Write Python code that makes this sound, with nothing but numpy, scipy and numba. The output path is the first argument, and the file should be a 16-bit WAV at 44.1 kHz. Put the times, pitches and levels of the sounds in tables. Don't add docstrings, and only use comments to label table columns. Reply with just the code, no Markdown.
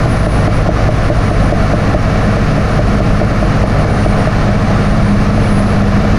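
import sys
import numpy as np
from scipy import signal
from scipy.fft import rfft, irfft
from scipy.io import wavfile
from scipy.ndimage import uniform_filter1d, minimum_filter1d, map_coordinates
from numba import njit

SR = 44100
rng = np.random.default_rng(int(sys.argv[2]) if len(sys.argv) > 2 else 0)


def to_wav(s):
    ch = np.atleast_2d(s).T
    pcm = np.round(np.clip(ch, -1, 1) * 32767)
    wavfile.write(sys.argv[1], SR, pcm.astype(np.int16))


N = 272538


def undb(db):
    return 10 ** (np.asarray(db) / 20)


def curve(table):
    return np.interp(np.arange(N) / SR, *np.transpose(table))


def walk(knots_per_s):
    knots = rng.standard_normal(256)
    position = np.arange(N) / SR * knots_per_s
    return 0.97 * map_coordinates(knots, [position], order=2, mode="wrap")


def colour(noise, spectrum, resonances):
    f = np.arange(N // 2 + 1) * SR / N + 1e-6
    hz, db = np.transpose(spectrum)
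    broad = undb(np.interp(np.log(f), np.log(hz), db)) ** 2
    power = broad / (1 + (f / hz[-1]) ** 8)
    for centre, width, peak_db in resonances:
        power = power + undb(peak_db) ** 2 / (1 + ((f - centre) / width) ** 2 * 2) ** 2
    return irfft(rfft(noise) * np.sqrt(power * SR / 2), N)


def add(out, start_s, sound):
    start = max(int(start_s * SR), 0)
    part = sound[:max(N - start, 0)]
    out[start:start + len(part)] += part


def rumble(flutter_db=0.76):
    # freq_hz, level_db_per_hz
    gear_spectrum = [(8, -41.5), (20, -35.5), (45, -43), (80, -41), (110, -41), (180, -41), (235, -48),
                     (380, -51.5), (720, -48), (850, -54), (960, -68), (1500, -101)]
    # centre_hz, width_hz, level_db_per_hz
    cab_modes = [(49, 13, -36), (273.2, 13.9, -41), (324, 24, -52.5), (456, 52, -48), (553, 24, -51),
                 (639, 45, -47.5)]
    noise = rng.standard_normal(N) * undb(flutter_db * walk(14))
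    return colour(noise, gear_spectrum, cab_modes)


def ticks(offset_db=-4.0, decay_s=0.0012, low_hz=5500):
    # start_s, level_db (before offset_db)
    tick_rows = [(1.098, -36), (1.405, -36), (2.938, -40), (3.358, -33), (4.172, -30)]
    out, t = np.zeros(N), np.arange(SR // 50) / SR
    for start_s, level_db in tick_rows:
        burst = np.exp(-t / decay_s) * rng.standard_normal(len(t))
        add(out, start_s, undb(offset_db + level_db) * burst)
    return signal.sosfilt(signal.butter(2, low_hz, "high", fs=SR, output="sos"), out)


def turbo(flutter_db=2.5, jitter_hz=3, hiss_db=-55, hiss_half_width_hz=170, image_db=-21):
    # time_s, pitch_hz
    blade_tone = [(0, 9812), (1.25, 9620), (1.8, 9682), (3.1, 9718), (3.8, 9672), (4.45, 9520), (5, 9590),
                  (5.45, 9752), (6.18, 9900)]
    # centre_hz, width_hz
    whine_modes = [(9616, 70), (9770, 46)]
    mode_levels_db, base_db = (-46, -41.5), -61
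    hz = curve(blade_tone)
    power = undb(base_db) ** 2
    for (centre, width), level_db in zip(whine_modes, mode_levels_db):
        power = power + undb(level_db) ** 2 / (1 + 2 * ((hz - centre) / width) ** 2) ** 2
    phase = 2 * np.pi * np.cumsum(hz + jitter_hz * walk(23)) / SR
    image_phase = 2 * np.pi * 24000 * np.arange(N) / SR - phase
    pair = np.sin(phase) + undb(image_db) * np.sin(image_phase)
    tone = np.sqrt(power) * undb(flutter_db * walk(25)) * pair
    lowpass = signal.butter(2, hiss_half_width_hz, fs=SR, output="sos")
    skirt = signal.sosfilt(lowpass, rng.standard_normal((2, N)))
    hiss = undb(hiss_db) * (skirt[0] * np.sin(phase) + skirt[1] * np.cos(phase)) / skirt.std()
    return np.sqrt(2) * tone + hiss


def boom(cycle, boom_db, noise_share=0.3):
    # centre_hz, width_hz, level_db_per_hz (before noise_share * boom_db)
    boom_mode = [(206, 23.6, -29.5)]
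    tone = np.sqrt(2) * undb(boom_db) * np.sin(2 * np.pi * (12 * cycle + rng.random()))
    silence = [(10, -150), (1000, -150)]
    noise = colour(rng.standard_normal(N), silence, boom_mode)
    return tone + undb(noise_share * boom_db) * noise


def clatter(cycle, burst=0.14, decay_firings=0.32, cylinder_db=5.0, scatter_db=3.5):
    # freq_hz, level_db_per_hz
    firewall_spectrum = [(600, -72.5), (940, -60), (1020, -53), (1300, -52), (1620, -58), (1850, -57.5),
                         (2150, -62), (2800, -65.5), (3250, -71), (4400, -70), (6300, -75.5), (7500, -85),
                         (9500, -87), (10600, -101)]
    # centre_hz, width_hz, level_db_per_hz
    cover_modes = [(1738, 23, -54.5), (2276, 43, -57.5)]
    # freq_hz, level_db_per_hz
    air_spectrum = [(11000, -115), (11900, -99), (13200, -93.5), (15000, -102)]
    firing, age = np.divmod(6 * cycle, 1)
    firing = firing.astype(int)
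    size_db = cylinder_db * rng.standard_normal(size=6)[firing % 6]
    size_db = size_db + scatter_db * rng.standard_normal(size=1024)[firing]
    gate = 1 + burst * undb(size_db) * np.exp(-age / decay_firings)
    bursts = rng.standard_normal(N) * gate / np.sqrt(np.mean(gate ** 2))
    return colour(bursts, firewall_spectrum, cover_modes) + colour(bursts, air_spectrum, [])


def drone(cycle, waver_db=0.3, sway_rad=0.028, spread_turns=0.28):
    order_levels = [(1, -26), (2, -25), (3, -22), (4, -27.5), (6, -19.5), (7, -22.5), (9, -22), (10, -29.5),
                    (13, -30), (15, -38), (17, -46.5), (19, -37.5), (21, -42)]
    out = np.zeros(N)
    for order, level_db in order_levels:
        turns = order * cycle + spread_turns * rng.standard_normal()
        phase = 2 * np.pi * turns + sway_rad * walk(11)
        out += np.sqrt(2) * undb(level_db + waver_db * walk(2.88)) * np.sin(phase)
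    return out


def knocks(first_link_s=0.0568, uneven_db=1.5):
    # time_s, links_per_s
    track_speed = [(0, 4.746), (.69, 5.01), (.889, 4.729), (4.272, 4.6), (4.707, 4.474)]
    # time_s, strength_db (before uneven_db)
    tension = [(0, 1.5), (.68, 9.5), (1.3, 4), (1.93, 7), (2.17, -4), (3.05, 5.5), (4.27, 1), (4.6, -5.5),
               (6.18, -2.5)]
    t = np.arange(first_link_s, N / SR, 1 / SR)
    since_s, links_per_s = np.transpose(track_speed)
    links = np.cumsum(links_per_s[np.searchsorted(since_s, t) - 1]) / SR
    rows = []
    for link, start_s in enumerate(np.interp(np.arange(links[-1]), links, t)):
        strength_db = np.interp(start_s, *np.transpose(tension))
        rows.append((start_s, strength_db - uneven_db * (-1) ** link))
    return rows


def tracks(offset_db=-5, contact_s=0.001724, detune=0.011, scatter_db=1.0, roller_db=-23, bump_count=70):
    # nominal freq_hz, relative level_db, t60_s
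    frame_modes = [(55.56, -12.5, 0.58), (111.5, -11.5, 0.25), (182, -10, 0.13), (320.6, -6, 0.07),
                   (446, -13.5, 0.087), (609.3, -5, 0.084), (667, -2, 0.035), (750, -23, 0.012)]
    out, t = np.zeros(N), np.arange(SR // 4) / SR
    hz, mode_db, t60_s = np.transpose(frame_modes)[:, :, None]
    attack = 1 - np.exp(-(t / contact_s) ** 2)
    decay = np.exp(-np.log(1000) * t / t60_s)
    bumps = [(when * N / SR, roller_db + 6 * size) for when, size in rng.random((bump_count, 2))]
    for start_s, strength_db in knocks() + bumps:
        pitch, size = rng.standard_normal((2, len(frame_modes), 1))
        swing = np.sin(2 * np.pi * hz * (1 + detune * pitch) * (t - contact_s))
        ring = undb(mode_db + scatter_db * size) * decay * swing
        add(out, start_s, undb(offset_db + strength_db) * attack * ring.sum(axis=0))
    return out


def scene():
    # time_s, cycles_hz
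    engine_speed = [(0, 16.81), (.9, 16.81), (1.45, 16.72), (3.95, 16.79), (5, 16.65), (6.18, 16.73)]
    # time_s, level_db (rms)
    boom_level = [(0, -39), (.9, -59), (1.55, -27.5), (3.4, -26.5), (4.6, -22), (5.2, -16.5), (6.18, -17.5)]
    cycle = np.cumsum(curve(engine_speed)) / SR
    engine = turbo() + boom(cycle, curve(boom_level)) + clatter(cycle) + drone(cycle)
    return (rumble() + ticks() + engine + tracks())[None]


@njit
def hold(x, fall):
    y, level = np.empty(len(x)), 0.
    for i in range(len(x)):
        level = max(x[i], level * fall)
        y[i] = level
    return y


def record(dry, drive_db=1.66, threshold=0.82, ratio=15.0, release_s=0.037, top_hz=15000):
    x, ahead = dry[0] * undb(drive_db), SR // 250
    over_db = 20 * np.log10(np.maximum(np.abs(x) / threshold, 1)) * (1 - 1 / ratio)
    held_db = hold(over_db, np.exp(-1 / (release_s * SR)))
    gain_db = uniform_filter1d(minimum_filter1d(-held_db, ahead), ahead)
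    lowpass = signal.ellip(10, .1, 90, top_hz, fs=SR, output="sos")
    return signal.sosfilt(lowpass, x * undb(gain_db))[None]


dry = scene()
out = record(dry)
to_wav(out)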